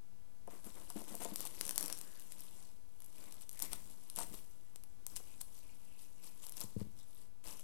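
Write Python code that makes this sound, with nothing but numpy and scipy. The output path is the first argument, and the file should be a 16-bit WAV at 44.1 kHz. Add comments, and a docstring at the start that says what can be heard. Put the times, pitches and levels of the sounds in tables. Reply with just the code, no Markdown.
"""Cling film over a steel bowl

Cling film is pulled over a steel mixing bowl in a quiet kitchen, close to a microphone on the left channel only.
The film peels off the rim in sharp snaps: clicks with flutter that ring a facet and, when taut, the steel.
Flipping folds make it rustle, crunch under the fingers and drum as a sheet; slides hiss and wafts flutter.
Finger knocks ring the modes of the covered bowl, and near the end soft bumps ring its support.
Filtered noise and narrow bands make the kitchen; one echo and a decaying tail make the room."""
import sys
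import numpy as np
from scipy import signal
from scipy.fft import rfft, irfft
from scipy.io import wavfile
from scipy.ndimage import uniform_filter1d

SR = 44100
rng = np.random.default_rng(int(sys.argv[2]) if len(sys.argv) > 2 else 0)


def generate_wav(sig):
    """Save sig (samples, or channels by samples) to the path in sys.argv[1] as 16-bit PCM at SR."""
    pcm = np.round(np.clip(np.atleast_2d(sig).T, -1, 1) * 32767).astype(np.int16)
    wavfile.write(sys.argv[1], SR, pcm)


N = 336483  # samples


def undb(db):
    """Logarithmic level: decibels to amplitude gain."""
    return 10 ** (np.asarray(db) / 20)


def level(x, db):
    """Mean power: scale a sound to an rms level."""
    return x * undb(db) / np.sqrt(np.mean(x ** 2))


def add(track, s, sound):
    """Superposition: mix a sound into a track at a time in seconds."""
    i = max(int(round(s * SR)), 0)
    track[i:i + len(sound)] += sound[:max(len(track) - i, 0)]


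def curve(points):
    """Linear interpolation: a control of (time [s], value) points, sample by sample."""
    return np.interp(np.arange(N) / SR, *np.transpose(points))


def response(points, size=512, tilt_db=0):
    """Minimum phase: a causal unit-energy response to a spectrum, tilted in dB an octave above 1 kHz."""
    hz, db = np.transpose(points)
    octave = np.log2(np.maximum(np.fft.rfftfreq(size, 1 / SR), 1))
    spectrum_db = np.interp(octave, np.log2(hz), db) + tilt_db * np.maximum(octave, 10)
    cepstrum = irfft(np.log(undb(spectrum_db)))
    # folding the cepstrum forward makes the response causal
    cepstrum[1:size // 2] *= 2
    cepstrum[size // 2 + 1:] = 0
    h = irfft(np.exp(rfft(cepstrum)))
    return h / np.linalg.norm(h)


def colour(x, points, size=2048):
    """Linear filtering: pass a sound through a spectrum; rms 1."""
    return level(signal.fftconvolve(x, response(points, size=size))[:N], 0)


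def resonate(x, hz, width_hz):
    """Simple resonance: one second-order peak with gain 1 at its centre."""
    hz = min(hz, .4 * SR)
    return signal.lfilter(*signal.iirpeak(hz, hz / width_hz, fs=SR), x)


def band(hz, width_hz, size=N):
    """Cascaded resonance: noise passed twice through the same peak for steeper skirts; rms 1."""
    once = resonate(rng.standard_normal(size), hz, width_hz)
    return level(resonate(once, hz, width_hz), 0)


def walk(rate):
    """Random modulation: smooth wandering with a spread near 1, renewed `rate` times a second."""
    k = int(SR / rate)
    steps = np.repeat(rng.standard_normal(N // k + 1), k)
    return level(uniform_filter1d(steps, k), 0)[:N]


def fade(t60, length_s):
    """Exponential decay: the amplitude falls 60 dB in t60 seconds."""
    return np.exp(-np.log(1000) * np.arange(int(length_s * SR)) / SR / t60)


def tail(t60):
    """Diffuse reverberation: half a second of decaying noise of unit energy."""
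    envelope = fade(t60, .5)
    x = envelope * rng.standard_normal(len(envelope))
    return x / np.linalg.norm(x)


def swell(length_s, rise):
    """Power envelope: a rounded hump of height 1 that peaks after the share `rise` of its length."""
    share = np.linspace(0, 1, int(length_s * SR))
    return np.sqrt(np.interp(share, [0, np.clip(rise, .01, .99), 1], [0, 1, 0]))


def ring(modes, detune):
    """Modal superposition: decaying sines of a struck object; each blow shifts the modes slightly."""
    t = np.arange(SR // 2) / SR
    out = np.zeros(len(t))
    for hz, db, t60 in modes:
        shifted_hz = hz * (1 + detune * rng.standard_normal())
        out += undb(db) * fade(t60, .5) * np.sin(2 * np.pi * shifted_hz * t)
    return out


def folds(rate, spread_db, cap_db):
    """Crackling noise: folds flip at random, many weakly and a few strongly, with even mean power."""
    size = undb(np.minimum(spread_db * rng.exponential(size=N), cap_db))
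    flips = rng.random(N) < rate / SR
    x = flips * size * rng.choice([-1, 1], N)
    return x / np.sqrt(np.abs(uniform_filter1d(x ** 2, size=2600)) + 1e-9)


# spectrum of the kitchen's rumble and hiss: (frequency [Hz], relative density [dB per Hz])
KITCHEN_COLOUR = [(10, -6), (22, 0), (43, -3), (65, -5), (130, -14), (270, -18), (500, -23), (1100, -28),
                  (1800, -33), (3200, -34), (5500, -35), (10000, -34), (16000, -39)]
# appliance hum: (frequency [Hz], width of each resonance pass [Hz], level [dB])
HUM = [(99.8, 4, -90.5), (189.5, 15.3, -77.5), (252, 9.2, -82), (899, 91, -83.5)]


def kitchen(air_db=-61.5, wander_db=1):
    """Stationary noise: low rumble and faint hiss wander in level beside the narrow hum of an appliance."""
    air = colour(rng.standard_normal(N), KITCHEN_COLOUR, size=8192)
    air = air * undb(air_db + wander_db * walk(3.2))
    return air + sum(undb(db) * band(hz, width) for hz, width, db in HUM)


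# the hand tugs at the sheet and it wafts air: (time [s], length [s], peak of the rms level [dB])
WAFTS = [(0.606, 0.23, -56), (3.614, 0.34, -50), (4.2, 0.26, -48.5), (5.084, 0.17, -54), (7.43, 0.14, -54)]


def wafts():
    """Air displacement: the moving sheet pushes air at the microphone, a faint low flutter."""
    push = np.zeros(N)
    for s, length_s, db in WAFTS:
        add(push, s, undb(db) * swell(length_s, rise=0.22))
    # (frequency [Hz], relative density [dB per Hz])
    low = [(15, 4.5), (40, -3), (100, -15.5), (250, -16), (800, -38)]
    return push * colour(rng.standard_normal(N), low, size=8192)


# fingers knock on the covered bowl: (time [s], rms level of the first 25 ms [dB],
# frequency around which the contact excites it most [Hz], t60 of the finger's damping [s])
KNOCKS = [(.475, -49, 560, .1), (.53, -58, 400, .2), (.665, -50.5, 270, .25), (.901, -54, 950, .1),
          (.958, -41, 290, .22), (1.012, -52, 450, .08), (1.120, -51, 300, .1), (1.143, -48.5, 480, .15),
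          (1.215, -48.5, 520, .06), (1.251, -42, 520, .25), (1.320, -45.5, 240, .1), (1.452, -52, 800, .1),
          (3.732, -55, 1150, .06), (4.185, -44.5, 1100, .15), (4.208, -48, 900, .1), (4.312, -55, 320, .1),
          (4.338, -54, 320, .07), (5.202, -60, 450, .02), (6.615, -57, 1000, .12)]
# modes of the bowl under its film, before contact and damping: (frequency [Hz], relative level [dB], t60 [s])
BOWL_MODES = [(140, -9, .06), (221, 3, .3), (300, -3, .12), (445, -4, .17), (505, -3, .12), (590, -6, .05),
              (692, 0, .17), (930, 1, .1), (1020, -4, .08), (1290, -9, .08)]
# soft bumps of the bowl on its support: (time [s], peak level [dB])
BUMPS = [(6.64, -40.5), (6.764, -28.5), (6.8137, -30), (6.868, -45)]
# modes of the support, before the band limit: (frequency [Hz], relative level [dB], t60 [s])
SUPPORT_MODES = [(103, 9, 0.032), (108.3, -11.5, 0.5), (200, 2, 0.056), (224, -22.5, 0.42),
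                 (318, -3.5, 0.017), (437, -5, 0.037)]


def bowl(reach_db=7, scuff_db=-8, scuff_t60=0.057, bump_cut_hz=520):
    """Modal excitation: knocks ring the bowl most near their own pitch, scuffed and damped by the finger;
    bumps thud in its support."""
    out = np.zeros(N)
    # a soft fingertip takes a few ms to press in
    press = 1 - fade(.012, .5)
    for s, db, contact_hz, damping_t60 in KNOCKS:
        # modes weaken with the square of their distance from the contact in octaves
        excited = [(hz, gain - reach_db * np.log2(hz / contact_hz) ** 2, t60) for hz, gain, t60 in BOWL_MODES]
        knock = ring(excited, detune=.01)
        scuff = band(contact_hz, 0.68 * contact_hz, size=len(knock)) * fade(scuff_t60, .5)
        knock = (level(knock, 0) + level(scuff, scuff_db)) * press * fade(damping_t60, .5)
        add(out, s, undb(db) * knock / knock[:int(.025 * SR)].std())
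    soft = signal.butter(4, [80, bump_cut_hz], "bandpass", fs=SR, output="sos")
    for s, db in BUMPS:
        thud = signal.sosfilt(soft, ring(SUPPORT_MODES, detune=.01))
        add(out, s, -undb(db) * thud / np.abs(thud).max())
    return out


# film sliding over the rim with a thin swish:
# (time [s], length [s], level at the hump before flicker [dB], centre frequency [Hz])
SLIDES = [(1.976, 0.27, -69, 1710), (3.151, .21, -72, 2330), (3.534, .29, -63.5, 2100),
          (5.237, .14, -69, 2530), (5.614, .15, -71, 2530), (5.807, 0.3, -71, 2670),
          (6.167, 0.19, -71, 2560), (6.543, 0.17, -67, 900), (6.965, .09, -71, 3740),
          (7.442, .19, -69, 2780), (7.433, 0.16, -68, 920)]


def slides(width_hz=700):
    """Friction noise: film dragged across steel hisses in a narrow band that flickers in level."""
    drag = np.zeros(N)
    for s, length_s, db, hz in SLIDES:
        hump = swell(length_s, rise=0.41)
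        add(drag, s, undb(db) * hump * band(hz, min(width_hz, hz / 3), size=len(hump)))
    return drag * undb(2.5 * walk(120))


# spectrum of the crinkling: (frequency [Hz], relative density [dB per Hz])
CRINKLE_COLOUR = [(300, -30.5), (1000, -5.5), (1700, -16), (2800, -7), (4500, -7.5), (6500, -5.5),
                  (8400, -1.5), (11000, -1), (12800, -5), (14200, -10), (16000, -28)]


def crinkle(clicks, facet_width_hz=650):
    """Buckling: broad clicks with a short flutter, plus facets of many sizes that flip and take turns."""
    power = signal.fftconvolve(clicks ** 2, fade(.004, .01))[:N]
    flutter = level(np.sqrt(np.abs(power)) * rng.standard_normal(N), 0)
    broad = level(clicks + .7 * flutter, 0)
    facets = np.zeros(N)
    for hz in np.linspace(2000, 14500, 16):
        flips = folds(rate=150, spread_db=4, cap_db=18) * undb(3.5 * walk(16))
        facets += resonate(flips, hz * (1 + 0.012 * rng.standard_normal()), facet_width_hz)
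    return colour(broad + level(facets, 0), CRINKLE_COLOUR)


# how hard the hands work the film: (time [s], level of its steady crinkling [dB])
HANDLING = [(0, -86), (.43, -83), (.66, -61.5), (1.1, -54.5), (1.57, -53.5), (1.82, -50.5), (2.15, -60),
            (2.64, -59), (2.82, -78.5), (3.2, -59), (3.46, -74), (3.68, -56.5), (4.0, -63), (4.3, -57),
            (4.6, -72), (5.04, -77), (5.18, -61), (5.8, -66), (6.17, -66.5), (6.6, -58), (6.88, -71.5),
            (7.22, -64.5), (7.33, -92), (7.43, -104), (7.46, -48), (7.63, -59.5)]
# handfuls of folds giving way under the fingers:
# (time [s], length [s], peak crinkle level [dB], peak sheet level before tautness [dB])
CRUNCHES = [(0.491, 0.12, -57.5, -57), (0.639, 0.076, -56.5, -56.5), (0.745, 0.1, -59.5, -56.5),
            (0.959, 0.064, -50, -53), (1.068, .11, -52, -55.5), (1.199, 0.073, -44, -49),
            (1.27, .08, -68, -55.5), (1.377, 0.083, -47, -54.5), (1.452, 0.024, -39.5, -56),
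            (1.602, .11, -55, -55.5), (1.777, 0.18, -62, -55.5), (2.312, .04, -54, -77),
            (2.377, 0.1, -55, -80), (3.145, 0.34, -59.5, -62), (3.406, 0.037, -52.5, -89),
            (3.5, 0.14, -58, -67), (3.615, 0.056, -41.5, -50.5), (3.709, 0.056, -45.5, -54.5),
            (3.894, 0.043, -54, -70), (4.161, 0.091, -42.5, -49.5), (4.318, 0.1, -53.5, -67),
            (5.08, 0.14, -59.5, -67.5), (5.164, 0.015, -40.5, -72), (5.404, 0.019, -46.5, -62),
            (5.52, 0.093, -58, -81), (5.979, 0.093, -57, -87), (6.22, 0.093, -53, -64),
            (6.414, 0.085, -51.5, -67), (6.559, 0.042, -48, -61), (6.597, 0.049, -43, -57),
            (6.783, 0.054, -57, -57.5), (6.972, 0.05, -58.5, -69), (7.172, 0.12, -66.5, -71.5),
            (7.438, 0.024, -50.5, -56.5), (7.485, 0.046, -48, -73), (7.592, .02, -52, -65)]
# spectrum of the drumming sheet: (frequency [Hz], relative density [dB per Hz])
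SHEET_COLOUR = [(40, -10), (120, -0.5), (250, 5.5), (420, 0.5), (650, 0), (790, -5.5), (950, -1),
                (1300, -7), (1650, -11), (2200, -10.5), (4000, -22), (9000, -79)]
# how taut the film is while it is pulled: (time [s], tautness [0-1])
TAUT = [(0, 0.2), (1.5, 0.1), (1.65, 0.1), (1.8, 0.9), (1.95, 0.7), (2.3, 0.03), (7.63, 0)]


def film(crunch_rise=0.24, sheet_below_crinkle_db=7.5, taut_drum_db=3):
    """Membrane radiation: folds crinkle in the treble and shake the stretched sheet; crunches crowd them."""
    work_db = curve(HANDLING)
    press, shake = np.zeros(N), np.zeros(N)
    for start, length_s, top_db, body_db in CRUNCHES:
        hump = swell(length_s, rise=crunch_rise)
        add(press, start, undb(top_db) * hump)
        add(shake, start, undb(body_db) * hump)
    clicks = folds(rate=800, spread_db=4.8, cap_db=21)
    treble = crinkle(clicks) * np.hypot(undb(work_db), press)
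    # the stretched sheet answers in bass and middle, and evens out the single clicks
    drumming = colour(folds(rate=1500, spread_db=3, cap_db=10), SHEET_COLOUR)
    steady = undb(work_db - sheet_below_crinkle_db)
    # a taut sheet drums louder
    sheet = drumming * np.hypot(steady, shake) * undb(taut_drum_db * curve(TAUT))
    return treble + sheet


# the film peels along the rim in runs of small snaps: (time [s], length [s], typical energy of a snap [dB])
PEELS = [(1.372, 0.09, -22), (1.84, .05, -19), (1.95, 0.074, -24.5), (2.197, 0.045, -31.5),
         (3.004, .06, -30), (3.514, 0.12, -24.5), (3.311, 0.038, -30.5), (6.569, 0.056, -22)]


def slips(flutter=0.45, gap_s=.021, gap_scatter=.4, spread_db=4, tilt_db=0.9):
    """Stick and slip: each peel is a run of small snaps at uneven gaps; rows as in SNAPS."""
    rows = []
    for start, length_s, db in PEELS:
        pace, strength, bright = rng.standard_normal((3, 16))
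        gaps = gap_s * np.exp(gap_scatter * pace)
        for s, k, b in zip(np.cumsum(gaps) - gaps[0], strength, bright):
            if s < length_s:
                rows.append((start + s, db + spread_db * k, flutter, tilt_db * b))
    return rows


# the loud or lone snaps of the film: (time [s], energy [dB],
# share of the push's energy in the flutter after the click [0-1, held to .05-.95], brightness [dB an octave])
SNAPS = [(.475, -31.5, .8, -3), (0.6453, -27.5, .3, -2), (0.9019, -17.5, 0.6, 0.5), (1.153, -15, 0.1, 5),
         (1.248, -14, .85, .3), (1.3594, -10, 0.16, 0.7), (1.406, -13.5, .1, 2), (1.453, -17, 0.5, -1),
         (1.472, -17, 0, 0), (1.6111, -6.5, .5, -1.6), (1.6531, -14, 0.5, -1), (1.666, -16, 0.3, -1),
         (1.679, -13.5, 0.1, -1), (1.6932, -9, 0.2, -1), (1.7096, -10, 0.2, -1.3), (1.7595, -12.5, 0.2, .2),
         (1.7798, -2, 0.16, -0.5), (1.7981, -18, .1, .4), (1.8093, -9.5, 0.42, -0.5), (1.8278, -9.5, 0, .6),
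         (1.8602, -13, .2, 2), (1.8813, -16.5, 0.1, -0.5), (1.9004, -16, 0.1, -3.5),
         (1.9266, -10, 0.42, -1), (2.3213, -21, 0.2, -2.2), (2.4065, -21.5, 0.3, 4), (3.044, -29, .5, 1.5),
         (3.4935, -19, 0.14, 1.2), (3.593, -17.5, .3, 2), (3.601, -16.5, 0.51, -1.2),
         (3.6229, -6.5, .8, 0.5), (3.732, -10, .6, -.7), (4.1, -17.5, .4, 1.5), (4.154, -28, .3, 5),
         (4.1612, -12, .8, .9), (4.188, -11, 0.8, 1), (4.2066, -23, .6, -1.7), (4.234, -23, 0.4, -5),
         (4.3436, -28, .4, -4), (4.7598, -23.5, 0.15, -1.5), (4.8371, -25.5, 0.2, -1.5),
         (5.0664, -12.5, 0.2, 0.8), (5.1586, -22, .4, 1), (5.1631, -14.5, .5, 0.5), (5.168, -19.5, 0.75, 0),
         (5.4141, -13.5, 0.55, .2), (6.467, -19, .4, 0.7), (6.495, -19.5, .4, 2), (6.5224, -21, .4, 0),
         (6.6056, -14, 0.65, -.1)]
# spectrum of a snap before its brightness: (frequency [Hz], relative density [dB per Hz])
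SNAP_COLOUR = [(100, -21.5), (500, -9.5), (950, -9.5), (1500, -13), (2400, -12), (3500, -9), (5800, -4),
               (6800, -4.5), (8500, -2), (11300, 1.5), (13000, -0.5), (15500, -16)]
# the steel rim, shaken by snaps through the taut film:
# (frequency [Hz], width of each resonance pass [Hz], relative level [dB], t60 [s])
RIM = [(1040, 160, -25, .25), (1640, 260, -24, .35), (4500, 500, -21, .12), (5750, 800, -14, .15)]


def snaps(facet_hz=9270, facet_db=3, facet_width_hz=700, rim_db=1.5):
    """Impulsive release: film letting go of the rim clicks, flutters a few ms and rings the flipped facet."""
    out = np.zeros(N)
    chance = rng.standard_normal((160, 1024))
    for (s, db, share, tilt_db), (facet, *noise) in zip(SNAPS + slips(), chance):
        share = np.clip(share, .05, .95)
        flutter = fade(.008, .02)
        flutter = flutter * noise[:len(flutter)]
        push = np.sqrt(share) * flutter / np.linalg.norm(flutter)
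        push[0] += np.sqrt(1 - share)  # the click
        snap = signal.fftconvolve(push, response(SNAP_COLOUR, tilt_db=tilt_db))
        snap = snap + undb(facet_db) * resonate(snap, facet_hz * np.exp(0.12 * facet), facet_width_hz)
        add(out, s, undb(db) * snap / np.linalg.norm(snap))
    # a taut film passes the jolt on to the steel, whose modes lie in close clusters
    jolt = out * curve(TAUT) * undb(rim_db)
    steel = 0
    for hz, width, db, t60 in RIM:
        cluster = resonate(resonate(tail(t60), hz, width), hz, width)
        # make up for the energy a narrow band loses
        steel = steel + undb(db) * np.sqrt(SR / width / 2) * cluster
    return out + signal.fftconvolve(jolt, steel)[:N]


def scene(echo_s=.0059, echo_db=-19.5, room_t60_s=0.32, room_db=-11.5):
    """Early and late reflection: the handling, one echo from a nearby surface, a short room tail, the kitchen."""
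    direct = snaps() + film() + slides() + bowl()
    out = direct + wafts() + kitchen()
    add(out, echo_s, undb(echo_db) * direct)
    room = signal.fftconvolve(direct, tail(room_t60_s))[:N]
    add(out, echo_s, undb(room_db) * room)
    return np.array([out, np.zeros(N)])


def record(dry, top_hz=16000, offset=.0077):
    """Band limiting: the top is cut steeply; only the left input is live, and it sits slightly off zero."""
    top_cut = signal.ellip(8, .2, 70, top_hz, fs=SR, output="sos")
    return signal.sosfilt(top_cut, dry) + np.array([[offset], [0]])


dry = scene()
out = record(dry)
generate_wav(out)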